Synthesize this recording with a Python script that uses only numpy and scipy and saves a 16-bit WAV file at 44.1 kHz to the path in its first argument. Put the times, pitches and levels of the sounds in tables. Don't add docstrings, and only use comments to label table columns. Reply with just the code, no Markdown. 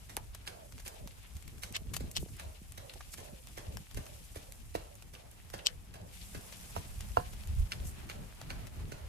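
import sys
import numpy as np
from scipy import signal
from scipy.fft import rfft, irfft
from scipy.io import wavfile
from scipy.ndimage import uniform_filter1d

SR = 44100
rng = np.random.default_rng(int(sys.argv[2]) if len(sys.argv) > 2 else 0)


def dump(signal):
    limited = np.clip(np.atleast_2d(signal).T, -1, 1)
    pcm = np.round(limited * 32767).astype(np.int16)
    wavfile.write(sys.argv[1], SR, pcm)


N = 400428
HIT_S = .02
LEAD_S = .022


def amp(db):
    return 10 ** (np.asarray(db) / 20)


def unit(x):
    return x / np.sqrt(np.mean(x ** 2) + 1e-20)


def hit_level(x, db):
    return amp(db) * unit(x) * np.sqrt(HIT_S * SR / x.shape[-1])


def band(x, edges, order=2):
    sos = signal.butter(order, edges, "bandpass", fs=SR, output="sos")
    return signal.sosfilt(sos, x)


def pan(balance_db):
    return amp([[balance_db / 2], [-balance_db / 2]])


def add(mix, s, sound):
    part = mix[:, max(round(s * SR), 0):][:, :sound.shape[1]]
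    part += sound[:, :part.shape[1]]


def curve(table, axis):
    rows = np.array(table)
    return amp(np.interp(np.arange(N) / SR, rows[:, 0], rows[:, axis]))


def wander(per_s):
    hz = np.fft.rfftfreq(N, 1 / SR)
    smooth = rfft(rng.standard_normal(N)) * np.exp(-(hz / per_s) ** 2)
    return unit(irfft(smooth, N))


def colour(x, points, edges):
    hz = np.fft.rfftfreq(N, 1 / SR)
    point_hz, point_db = np.transpose(points)
    shaped = rfft(x) * amp(np.interp(np.log(hz + 1), np.log(point_hz), point_db))
    inside = (hz > edges[0]) * (hz < edges[1])
    return irfft(shaped, N) / np.std(irfft(shaped * inside, N))


def pair(alike, size=N):
    a, b = rng.standard_normal((2, size))
    return np.array([a, alike * a + np.sqrt(1 - alike ** 2) * b])


def lagged(x, lag_s):
    sides = []
    for side, s in zip(x, (lag_s, -lag_s)):
        wait = max(round(s * SR), 0)
        sides.append(np.pad(side, (wait, 0))[:len(side)])
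    return np.array(sides)


def fracture(sharp, spike_s, t60, alike, rise_s, size=4400):
    t = np.arange(size) / SR - LEAD_S
    after = np.maximum(t, 0)
    rise = np.exp(np.minimum(t, 0) / rise_s)
    spike = pair(alike, size) * np.exp(-after / spike_s) * rise ** 6
    clumps_db = sum(3.6 * rng.standard_normal(size // n + 1).repeat(n)[:size] for n in (30, 150))
    shower = pair(alike, size) * amp(clumps_db - 60 * after / t60) * rise
    return np.sqrt(sharp) * unit(spike) + np.sqrt(1 - sharp) * unit(shower)


def ringing(x, modes, ring_db, pitch=1):
    t = np.arange(x.shape[1]) / SR
    ring = sum(amp(db - 60 * t / t60) * np.cos(2 * np.pi * hz * pitch * t) for hz, db, t60 in modes)
    rung = signal.fftconvolve(x, ring[None], axes=1)[:, :len(t)]
    return unit(x) + amp(ring_db) * unit(rung)


def tilted(balance_db, db, bright_db):
    return db + np.array(balance_db) + bright_db * np.array([-1, 0, 1])


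def voiced(x, borders, levels_db):
    return sum(hit_level(band(x, borders[k:k + 2], order=3), db) for k, db in enumerate(levels_db))


def ground(x, wet_db, t60, top_hz):
    t = np.arange(SR // 3) / SR
    taps = rng.standard_normal((2, len(t))) * (rng.random((2, len(t))) < .06)
    taps = taps * (t > .003) * amp(-60 * t / t60)
    taps = taps / np.sqrt((taps ** 2).sum() / 2)
    taps = signal.sosfilt(signal.butter(1, top_hz, fs=SR, output="sos"), taps)
    return x + amp(wet_db) * signal.oaconvolve(x, taps, axes=1)[:, :N]


# (time [s], half length [s], rumble level [dB], flutter level [dB])
LOW_SWELLS = [(0.203, 0.21, -52, -62), (0.76, 0.031, -58, -58), (0.838, 0.027, -48, -70),
              (1.038, 0.044, -47, -49), (1.359, 0.021, -42.5, -58), (1.532, 0.11, -53, -57),
              (1.718, 0.011, -56, -45), (1.9, 0.17, -46.5, -53), (2.047, 0.046, -46, -45),
              (2.217, 0.054, -44, -45), (2.331, .04, -45, -52.5), (2.47, 0.04, -42.5, -55.5),
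              (2.846, 0.043, -58, -57), (3.34, 0.026, -52, -53), (3.732, 0.084, -49, -54),
              (3.98, 0.037, -40.5, -46), (4.69, 0.13, -49.5, -79), (5.767, 0.06, -45.5, -69),
              (6.047, 0.026, -60, -49.5), (6.371, 0.03, -51, -49.5), (6.782, 0.055, -48, -51),
              (7.015, 0.18, -42, -58), (7.34, 0.099, -43, -59), (7.51, 0.065, -36, -54.5),
              (7.607, 0.061, -32.5, -52.5), (7.832, 0.11, -41.5, -47.5), (8.023, 0.078, -46, -50.5),
              (8.202, 0.072, -47, -50), (8.552, 0.11, -45, -50), (8.718, 0.03, -48, -60),
              (8.857, 0.093, -44, -47), (9.045, 0.037, -41.5, -68)]
# (frequency [Hz], relative level [dB per Hz])
RUMBLE_SPECTRUM = [(10, -43), (25, -5), (42, 1), (70, 1), (100, -8.5), (150, -23.5), (400, -62)]
FLUTTER_SPECTRUM = [(50, -23), (100, 6.5), (150, -2), (210, -6.5), (300, -12.5), (450, -17), (1200, -88)]
BREEZE_RUMBLE_DB, BREEZE_FLUTTER_DB = -55, -62


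def swelling(breeze_db, axis):
    t = np.arange(N) / SR
    power = amp(breeze_db) ** 2
    for row in LOW_SWELLS:
        power = power + amp(row[axis]) ** 2 * np.exp(-2 * ((t - row[0]) / row[1]) ** 2)
    return np.sqrt(power)


def wind_and_shaking():
    rumble = colour(pair(alike=0.55), RUMBLE_SPECTRUM, (20, 100))
    rumble = rumble * swelling(BREEZE_RUMBLE_DB, axis=2) * amp(1.8 * wander(per_s=10))
    flutter = colour(pair(alike=0.35), FLUTTER_SPECTRUM, (100, 300))
    flutter = flutter * swelling(BREEZE_FLUTTER_DB, axis=3) * amp(3 * wander(per_s=18))
    return rumble + flutter


# (time [s], level [dB])
HUM_LEVEL = [(0, -76.5), (5.2, -86), (5.9, -65), (6.8, -62), (7.6, -57.5), (8.3, -75), (9.08, -70)]
# (frequency [Hz], relative level [dB])
HUM_TONES = [(175, -2.5), (208, -4.5)]


def hum():
    tones = sum(amp(db) * unit(band(pair(alike=0.62), (hz - 5, hz + 5))) for hz, db in HUM_TONES)
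    return unit(tones) * curve(HUM_LEVEL, axis=1)


# (time [s], level [dB])
GLOW = [(0.0, -69), (0.62, -69.5), (6.01, -70), (6.41, -65), (8.85, -62.5)]
# (frequency [Hz], relative level [dB per Hz])
FIRE_SPECTRUM = [(120, 16.5), (300, 5.5), (450, 3.5), (700, 8), (1000, 4.5), (1500, 2.5), (2200, 2),
                 (3500, -2), (8000, -10.5)]


def fire():
    flicker = amp(1.6 * wander(per_s=22))
    rush = colour(pair(alike=0.013), FIRE_SPECTRUM, (900, 2200))
    return rush * curve(GLOW, axis=1) * flicker * amp(-0.5)


# (multiple of the thud's pitch, relative level [dB], time to fade by 60 dB [s] before damping)
WOOD_MODES = [(.55, 0, 0.089), (.66, -13, 0.012), (.82, 8, 0.026), (.98, 15.5, 0.0097), (.81, -14, 0.26),
              (1.14, 11, 0.022), (1.2, -15, 0.24), (1.53, 11, 0.016), (1.83, -18, 0.11)]
# (multiple of the thud's pitch, relative level [dB], time to fade by 60 dB [s])
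WOOD_OVERTONE = (3.1, -6, 0.044)


def thud(hz, damping):
    t = np.arange(9000) / SR
    ring = sum(amp(db - 60 * t * damping / t60) * np.sin(2 * np.pi * hz * k * t) for k, db, t60 in WOOD_MODES)
    k, db, t60 = WOOD_OVERTONE
    overtone = amp(db - 60 * t / t60) * np.sin(2 * np.pi * hz * k * t)
    return band(ring, (hz * 0.5, hz * 1.42), order=3) + overtone * pan(6)


ECHO_RISE_S, ECHO_S = 0.0028, 0.17
ECHO_WIDTH_HZ = 63
ECHO_PEAK_S, ECHO_CORE_S, ECHO_SAG_PER_S = .11, 0.088, 1.104


def hollow_echo(hz):
    t = np.arange(SR // 2) / SR
    peak_s = ECHO_PEAK_S * rng.uniform(.7, 1.3)
    pitch = hz * (1 - ECHO_SAG_PER_S * (t - peak_s))
    smooth = signal.butter(2, ECHO_WIDTH_HZ / 2, fs=SR, output="sos")
    slow_noise = pair(alike=.9, size=len(t)) + 1j * pair(alike=.9, size=len(t))
    waver = signal.sosfilt(smooth, slow_noise)
    tone = np.exp(2j * np.pi * np.cumsum(pitch) / SR)
    core = unit((waver * tone).real) * np.exp(-((t - peak_s) / ECHO_CORE_S) ** 2)
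    wash = unit(band(pair(alike=0.65, size=len(t)), (400, 850)))
    swell = (1 - np.exp(-t / ECHO_RISE_S)) * np.exp(-(t / ECHO_S) ** 3)
    return lagged(amp(-3.5) * core + wash * swell, lag_s=0.00054)


# (time [s], thud level [dB], thud pitch [Hz],
# splintering level [dB], its brightness [dB], its ring [Hz], echo level [dB], echo pitch [Hz])
CHOPS = [(0.098, -58, 935, -53, -2, 3000, -63, 700), (0.474, -53.5, 724, -46.5, -2.5, 2520, -53.5, 641),
         (0.862, -53.5, 680, -48, 0, 2600, -55, 628), (1.633, -52, 920, -46.5, 1, 3200, -58.5, 670),
         (2.006, -44, 466, -53, -1.5, 4070, -60, 624), (2.398, -55, 746, -49, -2.5, 1470, -58, 638),
         (2.78, -53, 675, -51, -2, 3220, -57.5, 568), (3.182, -54, 624, -51, -1.5, 1730, -54.5, 589),
         (3.576, -46, 620, -48.5, -3.5, 1700, -55, 580), (3.973, -44, 528, -48, -2, 1560, -56, 600),
         (4.36, -44.5, 556, -51.5, -1.5, 1940, -59.5, 567), (4.751, -31.5, 600, -47, -2.5, 2300, -55, 621),
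         (5.139, -57.5, 550, -55.5, -2.5, 1900, -61.5, 670), (5.539, -41, 672, -47, -4.5, 2700, -54.5, 545),
         (5.944, -59, 666, -54, -3, 2640, -57.5, 596), (6.348, -47, 527, -51, -5, 2550, -59.5, 653),
         (6.764, -35.5, 842, -48, -3.5, 1530, -64, 609), (7.1708, -21.5, 892, -47.5, -5.5, 2600, -62, 727),
         (7.7195, -66, 814, -48.5, -2.5, 2780, -60, 595), (8.098, -50.5, 685, -49, -4.5, 2360, -56, 600),
         (8.506, -50, 700, -49, -5.5, 2500, -60, 639), (8.921, -46.5, 506, -50.5, -5, 2300, -57, 560)]
# (multiple of their pitch, relative level [dB], time to fade by 60 dB [s])
SPLINTER_MODES = [(.63, -1, .008), (1.0, 0, .008), (1.2, -3, .012), (1.8, -2, .007)]
WOOD_BANDS = [900, 2100, 6500, 13500]
CRACK_BALANCE_DB = [-7.5, -3, -1]
# (frequency [Hz], relative level [dB per Hz])
SHAKE_SPECTRUM = [(50, -3), (110, 1), (200, -8.5), (350, -13.5), (800, -42)]
REBOUND_S, REBOUND_DB = .03, -22
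SHAKE_DB, USUAL_THUD_DB, SHAKE_GROWTH, SHAKE_S = -51.5, -49.5, 0.5, 0.013


def chopping():
    thuds, splinters, echo, shake = np.zeros((4, 2, N))
    t = np.arange(SR) / SR
    for s, thud_db, hz, crack_db, bright_db, ring_hz, echo_db, echo_hz in CHOPS:
        blow = hit_level(lagged(thud(hz, damping=0.7), lag_s=0.0006), thud_db)
        add(thuds, s, blow)
        add(thuds, s + REBOUND_S, blow * amp(REBOUND_DB))

        crack = fracture(sharp=0.05, spike_s=.002, t60=0.06, alike=0.75, rise_s=0.005)
        crack = ringing(crack, SPLINTER_MODES, ring_db=-8, pitch=ring_hz)
        levels_db = tilted(CRACK_BALANCE_DB, crack_db, bright_db)
        add(splinters, s - LEAD_S, voiced(lagged(crack, lag_s=.00048), WOOD_BANDS, levels_db))

        add(echo, s, amp(echo_db) * hollow_echo(echo_hz))

        shake_db = SHAKE_DB + SHAKE_GROWTH * (thud_db - USUAL_THUD_DB)
        push = amp(shake_db) * t / SHAKE_S * np.exp(1 - t / SHAKE_S)
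        add(shake, s, np.tile(push, (2, 1)))
    low_noise = colour(pair(alike=0.98), SHAKE_SPECTRUM, (100, 300))
    thuds = ground(thuds, wet_db=-15, t60=.14, top_hz=1500)
    splinters = ground(splinters, wet_db=-1, t60=0.34, top_hz=8360)
    return (thuds * pan(-6.0) * amp(-2.5)
            + splinters * pan(-1.9) * amp(0.3)
            + echo * pan(-4.5) * amp(-1.5)
            + shake * low_noise * amp(-3.5))


# (time [s], level [dB], ring [Hz])
SPLITS = [(0.476, -44.5, 2700), (0.8628, -56, 2600), (1.6353, -45, 2400), (4.7525, -49.5, 2050),
          (4.7572, -66, 2650), (5.151, -58, 2670), (7.7201, -40, 2320), (7.7245, -45, 2770),
          (7.7335, -53, 2380), (8.0987, -49, 2320), (8.504, -46, 2290)]


def splits():
    out = np.zeros((2, N))
    t = np.arange(2000) / SR
    for s, db, hz in SPLITS:
        ring = sum(amp(mode_db - 60 * t / t60) * np.cos(2 * np.pi * hz * k * t)
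                   for k, mode_db, t60 in SPLINTER_MODES)
        grit = pair(alike=0.33, size=len(t)) * np.exp(-t / 0.0028)
        snap = band(unit(ring) + amp(-5) * unit(grit), (1100, 7000))
        add(out, s, hit_level(lagged(snap, lag_s=.00045), db))
    return ground(out, wet_db=-7.5, t60=0.058, top_hz=5000) * pan(-1.3)


# (time [s], level [dB], pitch [Hz])
BUMPS = [(0.173, -38.5, 477), (1.0582, -44.5, 202), (1.362, -47, 156), (1.818, -44.5, 178),
         (2.012, -41.5, 242), (2.0412, -47, 251), (2.1834, -47, 172), (2.228, -41, 388),
         (2.2321, -35.5, 180), (2.261, -49.5, 450), (2.616, -45.5, 195), (3.33, -43, 156),
         (3.802, -44, 157)]


def bumps():
    out = np.zeros((2, N))
    t = np.arange(4000) / SR
    for s, db, hz in BUMPS:
        tone = np.sin(2 * np.pi * hz * t) * np.exp(-hz * t / 0.65)
        push = band(tone, (hz * .5, hz * 2.7), order=3)
        add(out, s, np.tile(hit_level(push, db), (2, 1)))
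    return out * amp(-7.0)


# (time [s], half length [s], level [dB], centre [Hz])
SWISHES = [(1.254, .025, -58.5, 2190), (1.755, 0.012, -38, 2590), (1.961, 0.0086, -47, 8500),
           (2.217, 0.02, -50, 9200), (2.4, 0.018, -51.5, 1900), (3.129, 0.014, -50, 8000),
           (5.407, 0.024, -65, 2130), (6.221, 0.018, -53, 3370), (7.88, 0.036, -49.5, 8800),
           (7.989, 0.067, -61.5, 1790), (8.113, 0.0081, -47.5, 2230)]


def swishes():
    out = np.zeros((2, N))
    for s, half_s, db, hz in SWISHES:
        t = np.arange(-3 * half_s, 3 * half_s, 1 / SR)
        grain_db = 3.5 * rng.standard_normal(len(t))[np.arange(len(t)) // 40]
        grains = rng.standard_normal((2, len(t))) * amp(grain_db)
        swish = unit(band(grains, (hz / 1.45, hz * 1.5)))
        add(out, s + t[0], amp(db) * swish * np.exp(-(t / half_s) ** 2))
    return out


# (time [s], level [dB], relative level of the bright tick [dB],
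# share of energy in the first spike, left minus right of the lower ring [dB])
CLACKS = [(1.7522, -43.5, -13, 0.1, 3), (1.7648, -37.5, 7, 0.21, 4), (2.166, -36, 2, 0.65, 9),
          (2.1713, -34.5, 6, 0.4, 19), (5.6691, -25.5, -4, 0.68, 11)]
# (frequency [Hz], relative level [dB], time to fade by 60 dB [s])
BAMBOO_MODES = [(2720, -1, .018), (3040, 4, .022), (3360, -7, .025), (4380, -12, .025), (5700, -11, .04),
                (6100, -5, .018), (6590, -10, .04), (7780, -14, .04)]
TONG_BANDS = [2450, 6400, 8200]
BAMBOO_RING_DB = -13
GRIP_DETUNE = .008


def tongs():
    out = np.zeros((2, N))
    for s, db, tick_db, sharp, side_db in CLACKS:
        rough = fracture(sharp=0, spike_s=0.0006, t60=0.03, alike=0.7, rise_s=.0055)
        needle = signal.unit_impulse(rough.shape[1], round(LEAD_S * SR))
        contact = np.sqrt(sharp) * unit(needle) + np.sqrt(1 - sharp) * rough
        grip = 1 + GRIP_DETUNE * rng.standard_normal()
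        snap = ringing(lagged(contact, lag_s=-.00038), BAMBOO_MODES, BAMBOO_RING_DB, pitch=grip)
        lower = band(snap, TONG_BANDS[:2], order=3) * pan(side_db)
        upper = band(snap, TONG_BANDS[1:], order=3) * pan(-6.5)
        tick = amp(tick_db) * band(snap, (600, 9000), order=1)
        add(out, s - LEAD_S, hit_level(lower + upper + tick, db))
    return ground(out, wet_db=-18, t60=.1, top_hz=9000)


SMALL_POPS_PER_S, SMALL_POP_DB, SMALL_POP_SPREAD_DB = 1.3, -62, 1.8


def small_pops(count=60):
    chance = rng.random((count, 2))
    spread = SMALL_POP_SPREAD_DB * rng.standard_normal((count, 2))
    times = np.cumsum(-np.log(1 - chance[:, 0])) / SMALL_POPS_PER_S
    rows = zip(times, spread, chance[:, 1])
    return [(s, SMALL_POP_DB + db, bright_db, sharp, 0) for s, (db, bright_db), sharp in rows if s < N / SR]


# (time [s], level [dB],
# brightness [dB], share of energy in the first spike, left minus right [dB])
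POPS = [(0.1678, -41.5, 6.5, 1, -2), (0.1738, -50.5, -8, 0.75, -8), (0.348, -51.5, 3, 0.49, 1),
        (0.3487, -59.5, -7.5, 0.5, 10), (0.724, -56.5, -1.5, 0.38, 3), (0.781, -55, -2, 0.42, -1),
        (0.801, -54.5, -1, 0.23, 1), (0.879, -49, 6, 0.51, -1), (1.075, -51.5, -1, 0.71, 0),
        (1.368, -58, 4, .4, 1), (1.4254, -60.5, 2.5, 0.57, 7), (1.479, -55, 2.5, 0.21, 2),
        (1.725, -58, 8, 0.38, 3), (1.941, -43, 2, 0.23, 8), (1.9473, -52, -1.5, 0.23, 16),
        (1.966, -39.5, 2.5, 0.6, 5), (2.1142, -55, 7, 0.65, 2), (2.368, -61, 5, 0.49, 0),
        (2.7217, -58.5, 7, 0.73, 1), (2.9378, -54, 1, 0.37, -2), (3.0079, -54, -9.5, 0.27, -1),
        (3.137, -47, 1.5, 0.12, 0), (3.472, -55.5, 1, 0.82, -1), (3.771, -47, -2.5, 0.95, 3.5),
        (3.913, -58.5, 0, 0.73, 4), (3.9462, -53.5, 3, 0.44, 2), (4.066, -54.5, -2, 0.54, 2),
        (4.5225, -54.5, 4.5, 0.97, 0), (4.9542, -63, 7, .71, -1), (5.024, -56, 0, .22, -1),
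        (5.314, -72, 15.5, .6, -1), (5.5017, -56, 0, 0.37, 2), (6.526, -51, -2, 0.31, 2),
        (7.0082, -49, 1, 0.66, 2), (7.334, -56, 0, 0.27, 5), (7.474, -60.5, 6, 0.58, 6),
        (8.415, -50.5, -4.5, 0.77, 0), (8.6706, -55, 0, 0.5, 4)]
POP_BANDS = [450, 2100, 6500, 14500]
POP_BALANCE_DB = [-7, -3, -2.5]


def pops():
    out = np.zeros((2, N))
    for s, db, bright_db, sharp, side_db in POPS + small_pops():
        burst = fracture(sharp, spike_s=0.0006, t60=0.035, alike=0.65, rise_s=0.0025)
        levels_db = tilted(POP_BALANCE_DB, db, bright_db)
        pop = voiced(lagged(burst, lag_s=-.00003), POP_BANDS, levels_db)
        add(out, s - LEAD_S, pop * pan(side_db))
    return ground(out, wet_db=-13.0, t60=0.065, top_hz=11800) * amp(-0.5)


# (time [s], level [dB], starting pitch [Hz])
SQUEAKS = [(0.1685, -46, 916), (2.895, -50.5, 3550), (2.956, -54.5, 623), (5.15, -58, 2960),
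           (5.588, -51.5, 3070), (5.685, -54, 1960)]
SQUEAK_S, SQUEAK_SAG = 0.0053, 0.16


def squeaks():
    out = np.zeros((2, N))
    t = np.arange(2000) / SR
    for s, db, hz in SQUEAKS:
        pitch = hz * (1 - SQUEAK_SAG * (1 - np.exp(-t / (2 * SQUEAK_S))))
        slow_noise = uniform_filter1d(pair(alike=0.19, size=len(t)), max(int(1.5 * SR / hz), 1))
        rough = 1 + 2.4 * unit(slow_noise)
        tone = rough * np.sin(2 * np.pi * np.cumsum(pitch) / SR)
        swell = (1 - np.exp(-t / 0.001)) * np.exp(-t / SQUEAK_S)
        add(out, s, hit_level(tone * swell, db))
    return ground(out, wet_db=-4, t60=0.18, top_hz=6000) * pan(1.1) * amp(-0.5)


def bubbles(per_s, spread_db):
    size_db = spread_db * np.minimum(rng.exponential(1, N), 5)
    size = amp(size_db) * (rng.random(N) < per_s / SR)
    return unit(size * rng.standard_normal((2, N)))


# (time [s], level [dB])
HEAT = [(0.0, -68.5), (0.43, -71), (0.8, -67.5), (1.95, -70.5), (2.29, -65), (2.74, -69.5), (3.19, -65),
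        (3.96, -68.5), (4.13, -64.5), (5.13, -72), (5.63, -69), (5.75, -69), (6.0, -75.5), (6.15, -62.5),
        (6.28, -62), (6.67, -61.5), (8.14, -68.5), (9.08, -71.5)]
# (frequency [Hz], relative level [dB per Hz])
HISS_SPECTRUM = [(2000, -49), (5000, -5.5), (7500, -2), (10500, -1.5), (12000, -4.5), (13700, -3.5),
                 (14600, -22), (16000, -39)]
FRYING_SPECTRUM = [(900, -19), (1900, -2), (2500, 4.5), (3500, 2.5), (5000, -1.5), (7000, -10),
                   (14000, -44)]


def sizzle():
    heat = curve(HEAT, axis=1)
    fine = pair(alike=.15) + amp(-4) * bubbles(per_s=1500, spread_db=3)
    hiss = colour(fine, HISS_SPECTRUM, (7000, 14000)) * heat * amp(5.0 + 0.94 * wander(per_s=28))
    coarse = pair(alike=0) + amp(-6) * bubbles(per_s=400, spread_db=3.5)
    frying = colour(coarse, FRYING_SPECTRUM, (2500, 5000)) * heat * amp(-2.5 + 3.16 * wander(per_s=24))

    t = np.arange(200) / SR
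    ticks = np.zeros((2, N))
    for hz in np.geomspace(1700, 9000, 10):
        ring = np.sin(2 * np.pi * hz * t) * np.exp(-hz * t / 0.98)
        bursts = bubbles(per_s=15, spread_db=7.0)
        ticks += signal.oaconvolve(bursts, ring[None], axes=1)[:, :N] * hz ** 0.37
    return hiss * pan(-0.38) + frying * pan(8.8) + amp(-77.0) * unit(ticks) * pan(0.85)


def scene():
    background = wind_and_shaking() + hum() + fire()
    wood = chopping() + splits()
    handling = bumps() + swishes() + tongs()
    return background + wood + handling + pops() + squeaks() + sizzle()


EDGE_HZ = 16300


def record(dry):
    soft = signal.sosfilt(signal.butter(6, 14300, fs=SR, output="sos"), dry)
    limit = signal.firwin(511, EDGE_HZ, window=("kaiser", 9), fs=SR)
    return signal.oaconvolve(soft, limit[None], "same", axes=1)


dry = scene()
out = record(dry)
dump(out)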